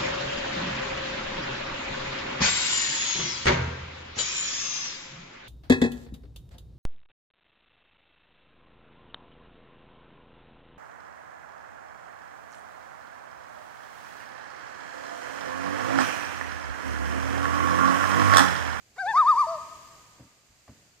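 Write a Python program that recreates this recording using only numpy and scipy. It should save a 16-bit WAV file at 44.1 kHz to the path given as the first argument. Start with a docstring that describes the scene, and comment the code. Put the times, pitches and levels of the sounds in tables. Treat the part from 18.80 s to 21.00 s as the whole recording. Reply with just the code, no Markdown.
"""Over a faint hiss and a low rumble, a loon on a calm lake gives one tremolo (quavering) call.
Its voice scoops up into two reedy low arches of pitch, leaps to three loud pure ones, and drops to
a soft closing note. Each note is a tone plus overtones with a few bright, ringing peaks. The hiss
swells with the call and sinks again, while the wooded shore sends back echoes and a long wash.
As the wash dies away, three soft bumps sound nearby."""
import sys
import numpy as np
from scipy import signal
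from scipy.fft import rfft, irfft
from scipy.io import wavfile

SR = 44100
rng = np.random.default_rng(int(sys.argv[2]) if len(sys.argv) > 2 else 0)


def unload_wav(signal):
    """Save mono or channel-first audio to the path in sys.argv[1] as 16-bit WAV at rate SR, clipped to [-1, 1]."""
    wavfile.write(
        sys.argv[1],
        SR,
        np.round(np.clip(np.atleast_2d(signal).T, -1, 1) * 32767).astype(np.int16),
    )


N = 97020
T = np.arange(N) / SR

# Tone colour of the hiss in each ear and of the rumble: f/Hz, relative level/dB
HISS_LEFT_COLOUR = [(300, -3), (900, -2.5), (1900, 2), (2700, 1), (3700, -7), (4800, 1.5), (6200, -7),
                    (8000, -13.5), (9000, -15.5), (15000, -16.5)]
HISS_RIGHT_COLOUR = [(300, -5.5), (900, -4.5), (2500, -3), (3700, -2.5), (4700, -1.5), (5500, -4),
                     (6500, 3.5), (7400, 3), (8100, -2), (8800, -7.5), (10500, -13.5), (15000, -14.5)]
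RUMBLE_COLOUR = [(20, -13.5), (40, -6.5), (60, 3.5), (90, 1.5), (120, 7), (170, -1), (260, -3), (400, -6.5),
                 (700, -5), (1500, -28)]
# How the hiss swells: t/s, added level/dB
HISS_BOOST = [(0, 2), (.13, 1), (.2, 8), (.32, 11.5), (.6, 13.5), (.9, 12), (1.15, 9), (1.4, 5),
              (1.62, 1.5), (1.82, 2.5), (1.93, 4), (2.2, 1)]
# How the rumble swells: t/s, level/dB
RUMBLE_SWELL = [(0, -69), (.15, -68), (.35, -59), (.8, -60), (1.2, -61.5), (1.6, -69.5), (1.85, -70.5),
                (2, -63.5), (2.2, -71.5)]

# Nearby bumps: t/s, thud level/dB, thud treble cutoff f/Hz, tick level/dB
BUMP_HITS = [(1.394, -44, 607, -59), (1.692, -57.5, 64.6, -92), (1.889, -46, 704, -48)]
# Tone colour of a bump's thud and of its tick: f/Hz, relative level/dB
THUD_COLOUR = [(30, -18), (70, -4), (125, 3), (190, -6), (270, 0), (400, -15.5), (560, -11), (900, -17.5),
               (2000, -10)]
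BUMP_TICK_COLOUR = [(200, -3), (600, 2), (1150, -1), (1600, -13), (2300, -10.5), (3000, -26), (8000, -44)]

# Echoes from the shore: delay t/s, level/dB relative to the call
SHORE_ECHOES = [(.096, -21.5), (.111, -25), (0.202, -23.5), (0.221, -28), (.305, -40)]
# Tone colour of the wash from the trees: f/Hz, relative level/dB
TREE_COLOUR = [(400, -6.5), (650, -5), (950, -1.5), (1130, -1.5), (1250, 1), (1500, -6), (1790, 0.5),
               (3500, -1.5), (4700, 1.5), (9000, -10), (15000, -14.5)]

# Tone colour of the overtones above the octave: f/Hz, level/dB
OVERTONE_COLOUR = [(2000, -32), (2700, -58.5), (3150, -66.5), (3650, -46), (4150, -61), (4450, -50),
                   (4750, -50), (5200, -58), (6300, -57.5), (7600, -72), (8800, -61.5), (9600, -60.5),
                   (10500, -72.5), (15000, -79)]
# Turning points of each note: t/s, pitch f/Hz, base tone level/dB, octave level/dB,
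# lower overtone level/dB, upper overtone level/dB (the last two add to OVERTONE_COLOUR)
SCOOP_NOTE = [(.160, 370, -68.5, -68, -34, -33), (.184, 556, -56, -54, -29.5, -24.5)]  # the voice catches and slides up
OPENING_NOTE = [(0.181, 724.8, -40, -47, -15.5, -15.5), (0.206, 794.6, -43.5, -30, -12.5, -11.5),
                (0.246, 708, -31, -50.5, -26.5, -8), (.300, 900.8, -27.5, -29.5, 5.5, -10),
                (0.336, 793, -38.5, -44, -15, -3.5)]  # two reedy arches
UNDER_NOTE = [(0.26, 516, -49.5, -74.5, -31.5, -36), (.285, 587, -56, -70.5, -38, -39),
              (.325, 517, -60.5, -70.5, -40.5, -43)]  # faint second tone under the opening
TREMOLO_NOTE = [(.336, 945, -27.5, -63, -19.5, -8), (.395, 1268, -15, -55, 0, -5),
                (.445, 925, -26.5, -64.5, -21.5, -11.5), (.495, 1252, -15.5, -56.5, -2.5, -0.5),
                (.551, 915, -28.5, -70, -20, -10), (.600, 1203, -19, -52, -15, 1.5),
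                (.648, 920, -27, -62, -19.5, -8), (.667, 915, -44, -65, -23.5, -18)]  # three loud pure arches
SECOND_NOTE = [(0.342, 628, -58.5, -61.5, -26.5, -9.5), (.378, 751, -45.5, -42, -8, -2.5),
               (0.394, 797, -53.5, -60.5, -20.5, -11.5)]  # faint second tone under the tremolo
CLOSING_NOTE = [(0.668, 645, -34.5, -48, -36, -8), (.718, 668.4, -31.5, -48, -40, -9),
                (0.786, 593.3, -47.5, -49, -29, -33)]  # soft and low


def from_db(db):
    """Turn decibels into a number to multiply by."""
    return 10 ** (np.asarray(db) / 20)


def rms_one(x):
    """Scale a signal so that its average strength (rms) is 1."""
    return x / np.sqrt(np.mean(x ** 2) + 1e-20)


def at_hz(points, hz):
    """Look up a colour table's level in dB, on a log-frequency axis."""
    f, db = np.transpose(points)
    return np.interp(np.log(np.maximum(hz, 1)), np.log(f), db)


def in_time(points):
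    """Turn a table of times and levels into a gain for every sample."""
    return from_db(np.interp(T, *np.transpose(points)))


def pan(db):
    """Raise the left ear by db and lower the right by as much."""
    return from_db([[db], [-db]])


def colour(x, spectrum):
    """Make each frequency louder or softer as a colour table says."""
    hz = np.arange(N // 2 + 1) * SR / N
    return irfft(rfft(x) * from_db(at_hz(spectrum, hz)), N)


def stereo_noise(likeness):
    """White noise for two ears: likeness 0 is unrelated, 1 is identical."""
    mid, side = rng.standard_normal((2, N))
    return rms_one(np.sqrt(1 + likeness) * mid + np.sqrt(1 - likeness) * side * [[1], [-1]])


def low_pass(x, hz):
    """Soften everything above hz."""
    return signal.sosfilt(signal.butter(2, hz, fs=SR, output="sos"), x)


def drift(rate_hz):
    """A random wobble of typical size 1."""
    return rms_one(low_pass(rng.standard_normal(N), rate_hz))


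def dying(start, rise_s, fade_s):
    """Loudness of a blow: it rises quickly, then loses 60 dB every fade_s."""
    age = np.maximum(T - start, 0)
    return (1 - np.exp(-age / rise_s)) * from_db(-60 * age / fade_s)


def arches(times, values, shape):
    """Join turning points with round-topped arches; a smaller shape narrows the dips."""
    i = np.clip(np.searchsorted(times, T) - 1, 0, len(times) - 2)
    progress = np.clip((T - times[i]) / (times[i + 1] - times[i]), 0, 1)
    a, b = values[i], values[i + 1]
    height = np.sin(np.pi / 2 * np.where(b > a, progress, 1 - progress)) ** shape
    return np.minimum(a, b) + abs(b - a) * height


def background(hiss_db=-64.5):
    """A swelling hiss, brighter on the right, over a low outdoor rumble."""
    left, right = stereo_noise(likeness=.05)
    hiss = rms_one(np.array([colour(left, HISS_LEFT_COLOUR), colour(right, HISS_RIGHT_COLOUR)]))
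    rumble = rms_one(colour(stereo_noise(likeness=.85), RUMBLE_COLOUR))
    return from_db(hiss_db) * in_time(HISS_BOOST) * hiss + in_time(RUMBLE_SWELL) * rumble


def bumps(tail_db=-13.5, tick_lead_s=.011):
    """Each bump is a light tick, then a dull thud with a short tail."""
    sound = 0
    for start, thud_db, cutoff_hz, tick_db in BUMP_HITS:
        thud = rms_one(low_pass(colour(stereo_noise(likeness=.98), THUD_COLOUR), cutoff_hz))
        blow = dying(start, rise_s=.0039, fade_s=.16)
        tail = from_db(tail_db) * dying(start, rise_s=.0039, fade_s=.52)
        tick = rms_one(colour(stereo_noise(likeness=.96), BUMP_TICK_COLOUR))
        tick *= dying(start - tick_lead_s, rise_s=.00033, fade_s=.087)
        sound += from_db(thud_db) * thud * (blow + tail) + from_db(tick_db) * tick
    return sound


def shore(call, wash_db=-16, wash_start_s=.085, fade_start_s=.12, fade_s=1.41):
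    """The shore reflects the call: a few clear echoes, and a fading wash from countless trees."""
    ripple_db, clump_db = -12, 4
    envelope = from_db(-60 * np.maximum(T - fade_start_s, 0) / fade_s)
    envelope[T < wash_start_s] *= from_db(ripple_db)  # weak scatter off ripples comes first
    envelope *= from_db(clump_db * drift(rate_hz=60))  # some groups of trees answer more strongly
    envelope /= np.sqrt(np.sum(envelope ** 2))
    response = colour(stereo_noise(likeness=.7), TREE_COLOUR) * envelope * from_db(wash_db)
    for delay, db in SHORE_ECHOES:
        response[:, int(delay * SR)] += from_db(db)
    return signal.fftconvolve(call, response, axes=1)[:, :N]


def loon_note(points, octave_flicker_db=0):
    """One note: a clean base tone, its octave, and flickering overtones with a few bright peaks."""
    jitter, rasp = .0012, .008  # tiny wobbles, as fractions of pitch and of strength
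    shimmer_db, flicker_db = .25, 3.5  # level wobbles of the whole note and of each overtone
    switch_s, right_lag_s, split_hz = .008, .00005, 4100
    times, hz, *levels = np.transpose(points)
    pitch = arches(times, hz, shape=1.75) * (1 + jitter * drift(rate_hz=120))
    base, octave, lower, upper = (from_db(arches(times, db, shape=.85)) for db in levels)
    inside_s = np.minimum(T - times[0], times[-1] - T)
    gate = np.sin(np.pi / 2 * np.clip(inside_s / switch_s + .5, 0, 1)) ** 2  # smooth on and off
    on = gate > 0
    cycles = np.cumsum(pitch) / SR - np.outer([0, 1], right_lag_s * pitch)
    phase = 2 * np.pi * cycles[:, on]
    octave *= from_db(octave_flicker_db * drift(rate_hz=45))
    voice = np.zeros((2, N))
    voice[:, on] = pan(db=1.15) * base[on] * np.sin(phase)
    voice[:, on] += pan(db=3) * octave[on] * np.sin(2 * phase)
    for k in range(3, 13):
        overtone_hz = k * pitch[on]
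        # Around split_hz, blend from the lower overtone level to the upper one.
        blend = np.clip(.5 + 10 * np.log(overtone_hz / split_hz), 0, 1)
        strength = lower[on] ** (1 - blend) * upper[on] ** blend
        colour_db = at_hz(OVERTONE_COLOUR, overtone_hz) + flicker_db * drift(rate_hz=45)[on]
        voice[:, on] += pan(db=-3) * strength * from_db(colour_db) * np.sin(k * phase)
    shimmer = from_db(shimmer_db * drift(rate_hz=60))
    roughness = 1 + rasp * drift(rate_hz=450)
    return np.sqrt(2) * voice * gate * shimmer * roughness


def loon_call():
    """The voice leaps from its quiet low notes up to the loud tremolo and drops back."""
    low_notes = (SCOOP_NOTE, OPENING_NOTE, UNDER_NOTE, SECOND_NOTE, CLOSING_NOTE)
    low_voice = sum(loon_note(points) for points in low_notes)
    return low_voice + loon_note(TREMOLO_NOTE, octave_flicker_db=3.5)


def scene():
    """The call, the shore's answer, the bumps and the quiet around them."""
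    call = loon_call()
    return call + shore(call) + bumps() + background()


def record(dry, cutoff_hz=15400):
    """Cut away the very highest treble steeply."""
    return signal.sosfilt(signal.ellip(12, .1, 80, cutoff_hz, fs=SR, output="sos"), dry)


dry = scene()
out = record(dry)
unload_wav(out)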